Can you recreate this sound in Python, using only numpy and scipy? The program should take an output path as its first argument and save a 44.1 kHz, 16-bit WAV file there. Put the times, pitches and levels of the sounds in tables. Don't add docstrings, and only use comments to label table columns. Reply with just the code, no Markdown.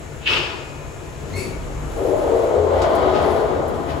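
import sys
import numpy as np
from scipy import signal
from scipy.fft import rfft, irfft
from scipy.io import wavfile
from scipy.ndimage import uniform_filter1d

SR = 44100
rng = np.random.default_rng(int(sys.argv[2]) if len(sys.argv) > 2 else 0)


def output_pcm(signal):
    pcm = np.clip(np.atleast_2d(signal).T, -1, 1) * 32767
    wavfile.write(sys.argv[1], SR, np.round(pcm).astype(np.int16))


N = 176400
T, HZ = np.arange(N) / SR, np.fft.rfftfreq(N, 1 / SR)


def doors():
    # frequency in Hz, relative level in dB.
    roll_spectrum = [(120, -40), (220, -14), (300, -4.5), (390, -4), (470, 4), (560, 3), (690, -1),
                     (800, -5), (1100, -17.5), (1500, -29), (2500, -46), (5000, -52)]
    track_spectrum = [(150, -32), (280, -9.5), (400, -15), (540, -1.5), (660, 0), (760, -1.5), (860, -0.5),
                      (930, -7), (1200, -6), (1400, -18.5), (2000, -19.5), (2500, -26.5), (3200, -25),
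                      (4500, -30), (8000, -48)]
    guide_spectrum = [(2500, 5), (5000, -0.5), (7500, -6), (9000, 2), (10300, 1.5), (12000, 0), (13500, -5),
                      (15500, -14)]
    # time in seconds, level in dB.
    roll_levels = [(1.3, -60), (1.5, -48), (1.85, -54), (1.955, -38), (1.992, -26.5), (2.15, -22),
                   (2.36, -21.5), (2.55, -22.5), (2.75, -21.5), (3.05, -25), (3.55, -23.5), (3.72, -26),
                   (3.85, -34), (4, -32.5)]
    track_levels = [(1.8, -54), (2.3, -30.5), (2.66, -31.5), (2.82, -22), (3.05, -22.5), (3.22, -22.5),
                    (3.45, -27), (3.7, -32), (3.85, -32), (4, -33)]
    guide_levels = [(1.75, -62), (2.02, -47.5), (2.45, -51), (2.6, -66), (2.8, -53), (3.1, -56),
                    (3.35, -44.5), (3.6, -66), (3.75, -53), (4, -52)]
    # frequency and width in Hz, gain in dB from the cabin, from the track.
    panel_modes = [(377.8, 9.1, -11.5, -18), (422, 12.2, -13, -9.5), (459.6, 4.7, -14, -30),
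                   (499.6, 4.8, -12.5, -34), (667.5, 20, -18.5, -6), (1014, 12, -35, -11.5),
                   (1263, 10, -35, -17), (1457, 39, -42, -17)]
    inside, doorway = level(roll_levels), level(track_levels)
    rolling = inside * colour(roller_bumps(), roll_spectrum)
    rolling += doorway * colour(roller_bumps(), track_spectrum)
    shake = rfft(roller_bumps())
    for hz, width, inside_db, track_db in panel_modes:
        rolling += resonance(shake, hz, width) * (inside * amp(inside_db) + doorway * amp(track_db))
    hiss = level(guide_levels) * colour(noise(), guide_spectrum)
    flicker_db = 2.5 * np.tanh(drift(25))
    return rolling + hiss * amp(flicker_db)


def roller_bumps(per_second=1100, spread_db=2):
    jolts = rng.standard_normal(N) * amp(spread_db * np.minimum(rng.exponential(1, N), 4))
    jolts *= rng.random(N) < per_second / SR
    return unit(unit(cabin(jolts)) + 0.81 * noise())


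def rollers(width_hz=48):
    # time in seconds, pitch in Hz, level in dB.
    whirr_path = [(1.951, 430, -48), (2.02, 480, -34), (2.1, 555, -28.5), (2.17, 625, -25),
                  (2.27, 590, -26), (2.36, 655, -25), (2.43, 545, -27), (2.551, 490, -23), (2.66, 470, -31),
                  (2.78, 560, -25), (2.88, 615, -23.5), (3.0, 670, -27.5), (3.1, 590, -30),
                  (3.23, 640, -25), (3.38, 660, -30), (3.6, 570, -33), (3.9, 520, -53)]
    # start in seconds, level in dB.
    rough_spots = [(2.148, -21), (2.191, -22), (2.332, -20), (2.357, -19), (2.44, -17.5), (2.505, -16.5),
                   (2.535, -16), (2.578, -19), (2.648, -19), (2.765, -15)]
    times, hz, whirr_db = np.transpose(whirr_path)
    carrier = np.exp(2j * np.pi * np.cumsum(np.interp(T, times, hz)) / SR)
    shudder = np.array([drift(width_hz) + 1j * drift(width_hz) for side in range(2)])
    whirr = unit(pair((carrier * shudder).real)) * amp(np.interp(T, times, whirr_db))
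    knocks = sum(burst(start, db, hz=496, octaves=.36, rise=.0032, t60=.07) for start, db in rough_spots)
    return whirr + knocks


def brake(touch_s=.2, clamp_s=.2555, shaft_s=.26, rise_s=.014, blow_t60=.69):
    # frequency in Hz, relative level in dB.
    blow_spectrum = [(800, -27), (1700, -7), (2300, -8.5), (2600, 5), (3100, -3.5), (3700, -7.5),
                     (5000, -20), (8000, -40)]
    shaft_spectrum = [(100, -8), (220, -11.5), (370, 2.5), (700, -7.5), (1200, -2), (1900, -8), (3000, 3),
                      (4000, -10), (5200, -11), (6500, -22.5), (9000, -27.5), (11000, -35), (13000, -32),
                      (16000, -52)]
    # start in seconds, level in dB.
    bites = [(.272, -24), (.318, -28), (.333, -20.5), (.366, -25)]
    # frequency in Hz, level in dB, 60 dB decay time in seconds.
    steel_modes = [(2229, -34, .6), (2482, -38, 2.4), (2519, -27.5, .7), (2563, -24, .85), (2665, -31, .7),
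                   (2698, -33, .6), (2751, -30.5, .8), (2846, -33, .8), (2973, -27, .7), (3038, -32, .75),
                   (3068, -30.5, .75), (3120, -32, .7), (3252, -36, .55), (3369, -34, .55), (3596, -37, .5),
                   (4807, -41, .5)]
    # frequency in Hz, 60 dB decay time in seconds.
    shaft_decay = [(300, 1.35), (1200, 1.38), (3000, 0.67), (5000, 0.91), (11000, 0.32)]
    touch = amp(-38) * swell(touch_s, rise=clamp_s - touch_s, hold=clamp_s - touch_s, t60=blow_t60)
    chatter = sum(amp(db) * swell(start, rise=.002, hold=.002, t60=.082) for start, db in bites)
    clamp = amp(-25) * swell(clamp_s, rise_s, hold=.02, t60=blow_t60)
    blow = colour(standing_waves(noise()), blow_spectrum) * (touch + chatter + clamp)
    ring = 0
    for hz, db, t60 in steel_modes:
        cycles = hz * T + rng.random() + 0.74 * rng.random((2, 1))
        ring += amp(db) * np.sqrt(2) * np.sin(2 * np.pi * cycles) * swell(clamp_s, rise_s, 0, t60)
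    shaft = colour(standing_waves(noise()), shaft_spectrum)
    shaft = die_away(shaft, shaft_s + .11, shaft_decay) * ramp(T - shaft_s, .045)
    return blow + ring + amp(-21) * shaft


def door_drive():
    # start and end in seconds, pitch in Hz, level in dB, fade in seconds.
    notes = [(1.287, 1.433, 92.3, -29, 0.042), (1.352, 1.55, 382, -37, 0.04),
             (1.415, 2.415, 36, -36, 0.177), (1.498, 2.083, 57.14, -36.5, 0.1),
             (1.65, 1.946, 150.9, -41.5, 0.094), (1.962, 2.24, 385.3, -28, 0.04),
             (2.246, 2.46, 457, -23.5, 0.057), (2.473, 2.718, 419.8, -24, 0.07),
             (2.53, 2.91, 84.4, -27, 0.07), (2.697, 2.92, 57, -31.5, 0.086),
             (2.989, 3.189, 379.5, -23.5, 0.058), (3.05, 3.352, 1258, -33.5, .1),
             (3.2, 3.55, 424.2, -28, .12), (3.854, 4.104, 71.4, -38, 0.089)]
    # frequency in Hz, relative level in dB.
    rumble_spectrum = [(25, -32), (50, -19.5), (76, 4), (105, -7.5), (140, -6), (200, -9.5), (300, -4),
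                       (600, -15.5), (1200, -15), (3000, -40)]
    # time in seconds, level in dB.
    rumble_levels = [(1.2, -67), (1.55, -38.5), (2.1, -32), (2.6, -36.5), (3, -28), (3.4, -27), (4, -30)]
    drones = 0
    for start, end, hz, db, fade in notes:
        envelope = ramp(np.minimum(T - start, end - T), fade)
        drones += amp(db) * tone(hz, waver=.00898, flutter=.29) * envelope
    return drones + level(rumble_levels) * colour(noise(), rumble_spectrum)


def door_catch(jitter=.028):
    # time in seconds, pitch in Hz.
    glide = [(1.326, 2030), (1.35, 2165), (1.38, 2205), (1.41, 2255), (1.49, 2265)]
    # multiple of the pitch, relative level in dB.
    partials = [(1, -39), (2, -42), (3, -54)]
    # frequency in Hz, relative level in dB.
    rasp_spectrum = [(1500, -5), (2050, 4), (2550, 5), (3000, -12), (3800, -1), (4500, -5), (5100, 0),
                     (5700, -4), (7800, -6), (9100, 5.5), (10400, -1.5), (12000, -4), (13500, -10),
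                     (15000, -24)]
    bump_spectrum = [(50, -15), (92, -5), (125, -8), (180, 0), (260, -4.5), (380, -4), (550, -9),
                     (1000, -18), (2500, -25.5)]
    # frequency in Hz, width in Hz, level in dB.
    catch_modes = [(2226, 45, -44), (2490, 64, -43.5), (2630, 97, -43), (4520, 110, -50), (5660, 140, -50),
                   (6870, 120, -48.5), (7760, 230, -47.5), (8150, 160, -47), (10330, 160, -47.5)]
    # start in seconds, level in dB, centre in Hz, width in octaves, rise and decay in seconds.
    thud = (1.46, -29, 150, .8, .008, 0.26)
    times, pitch = np.transpose(glide)
    cycles = np.cumsum(np.interp(T, times, pitch) * (1 + jitter * drift(192))) / SR
    rub = ramp(T - times[0], .016) * ramp(times[-1] - T, .07)
    squeak = rub * sum(amp(db) * unit(np.sin(2 * np.pi * k * cycles)) for k, db in partials)
    friction = standing_waves(noise())
    slips = rfft(friction)
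    rasp = amp(-36.5) * colour(friction, rasp_spectrum)
    rasp += sum(amp(db) * resonance(slips, hz, width) for hz, width, db in catch_modes)
    rasp *= swell(1.352, rise=.023, hold=.055, t60=.54)
    bump = amp(-33) * colour(noise(), bump_spectrum) * swell(1.167, rise=.15, hold=.32, t60=1.1)
    return bump + amp(-2) * squeak + amp(-4) * cabin(squeak) + rasp + burst(*thud)


def clicks():
    # start in seconds, level in dB, centre in Hz, width in octaves, rise and decay in seconds.
    contacts = [(2.434, -46, 13000, .17, .001, .06), (2.817, -32, 3600, 0.8, 0.003, 0.19),
                (2.84, -26, 1100, .7, .004, .14), (2.95, -39, 8700, 0.45, 0.0021, 0.11),
                (3.12, -35, 2780, 0.65, 0.045, 0.36), (3.22, -45, 8500, 0.33, .002, .1),
                (3.228, -23.5, 1050, .45, 0.0033, 0.11), (3.678, -45, 10100, 0.35, .003, 0.11),
                (3.87, -36.5, 1800, 0.95, 0.034, .4)]
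    return sum(burst(*contact) for contact in contacts)


def fan():
    # frequency in Hz, relative level in dB.
    air_spectrum = [(15, -42), (25, -6.5), (64, 3.5), (90, 0), (120, -9.5), (144, -5), (180, -14.5),
                    (380, -13), (614, -13.5), (1800, -24), (2550, -25), (3400, -30.5), (4900, -36.5),
                    (7100, -29.5), (8800, -35.5), (11500, -40), (13500, -49), (15500, -51)]
    hum_tones = [(58, -46.5), (86, -49), (145, -47.5), (377, -52), (1023, -59.5)]
    # time in seconds, gain in dB.
    air_levels = [(0, -34.5), (1, -34), (2.4, -32.5), (2.8, -35.5), (4, -38)]
    hum_levels = [(0, -4), (1.8, 2.5), (2.3, -13.5), (4, 7.5)]
    hum = sum(amp(db) * tone(hz, waver=.0116, flutter=.31) for hz, db in hum_tones)
    air = colour(standing_waves(noise()), air_spectrum)
    return air * level(air_levels) + hum * level(hum_levels)


def cabin(x):
    # frequency in Hz, 60 dB decay time in seconds.
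    wall_decay = [(100, 0.96), (500, 0.2), (2500, 0.75), (10000, 0.15)]
    tail = die_away(rng.standard_normal((2, SR // 2)), 0, wall_decay)
    tail /= np.linalg.norm(tail[0])
    return pair(signal.fftconvolve(x[None], tail, axes=1)[:, :N])


def standing_waves(x, depth_db=3, spacing_hz=12.3):
    bins = round(spacing_hz * N / SR)
    ripple = unit(uniform_filter1d(uniform_filter1d(rng.standard_normal(len(HZ)), bins), bins))
    return unit(irfft(rfft(x) * amp(depth_db * np.clip(ripple, -2, 2)), N))


def pair(x):
    # frequency in Hz, left-right likeness from 0 to 1.
    port_likeness = [(50, .55), (130, .45), (350, .62), (700, .4), (1300, .08), (2600, .15), (4500, .35),
                     (6000, .4), (7200, .92), (15000, .9)]
    a, b = rfft(x)
    likeness = read(port_likeness, HZ)
    mid, side = a * np.sqrt((1 + likeness) / 2), b * np.sqrt((1 - likeness) / 2)
    return irfft(np.array([mid + side, mid - side]), N)


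def noise():
    return pair(rng.standard_normal((2, N)))


def burst(start, db, hz, octaves, rise, t60):
    band = np.exp(-.5 * (np.log2((HZ + 1) / hz) / octaves) ** 2)
    return amp(db) * unit(irfft(rfft(noise()) * band, N)) * swell(start, rise, rise, t60)


def resonance(spectrum, hz, width):
    return unit(irfft(spectrum / (1 + 1j * (HZ - hz) / width) ** 2, N))


def tone(hz, waver, flutter, rate_hz=6):
    cycles = np.cumsum(hz * (1 + waver * drift(rate_hz))) / SR
    return unit(np.sin(2 * np.pi * cycles) * (1 + flutter * drift(rate_hz)))


def colour(x, spectrum):
    low_hz, high_hz = .5 * spectrum[0][0], 2 * spectrum[-1][0]
    skirts = 1 / (1 + (HZ / high_hz) ** 2) / (1 + (low_hz / (HZ + 1)) ** 4)
    return unit(irfft(rfft(x) * amp(read(spectrum, HZ)) * skirts, N))


def die_away(x, start, t60s):
    hz, t, bands = signal.stft(x, SR, nperseg=256)
    decay = amp(-60 * np.maximum(t - start, 0) / read(t60s, hz)[:, None])
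    return signal.istft(bands * decay, SR, nperseg=256)[1][:, :x.shape[1]]


def swell(start, rise, hold, t60):
    return ramp(T - start, rise) * amp(-60 * np.maximum(T - start - hold, 0) / t60)


def ramp(t, seconds):
    return np.clip(t / seconds, 0, 1)


def drift(rate_hz):
    return unit(irfft(rfft(rng.standard_normal(N)) * np.exp(-(HZ / rate_hz) ** 2), N))


def level(points):
    return amp(np.interp(T, *np.transpose(points)))


def read(points, hz):
    points_hz, values = np.transpose(points)
    return np.interp(np.log(hz + 1), np.log(points_hz + 1), values)


def amp(db):
    return 10 ** (np.asarray(db) / 20)


def unit(x):
    return x / np.sqrt(np.mean(x ** 2) + 1e-20)


def scene():
    # frequency in Hz, left minus right in dB.
    lean = [(40, -4.5), (70, 2), (130, 6), (250, 8.5), (420, 8.5), (600, 3.5), (1200, 4), (4000, 3.5),
            (7000, 3), (10000, -1.5)]
    # frequency in Hz, lead of the left in radians.
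    port_phase = [(20, 0), (4500, 0), (6000, .9), (7200, 0), (9050, -3.1), (11200, -6.3), (13100, -9.4),
                  (15000, -12.6)]
    mix = fan() + brake() + door_catch() + door_drive() + doors() + rollers() + clicks()
    half_each = np.array([[.5], [-.5]])
    ports = amp(read(lean, HZ) * half_each) * np.exp(1j * read(port_phase, HZ) * half_each)
    return irfft(rfft(mix) * ports, N)


def record(dry):
    lowpass = signal.firwin(511, cutoff=15900, window=("kaiser", 9), fs=SR)
    return signal.oaconvolve(dry, lowpass[None], "same")


dry = scene()
out = record(dry)
output_pcm(out)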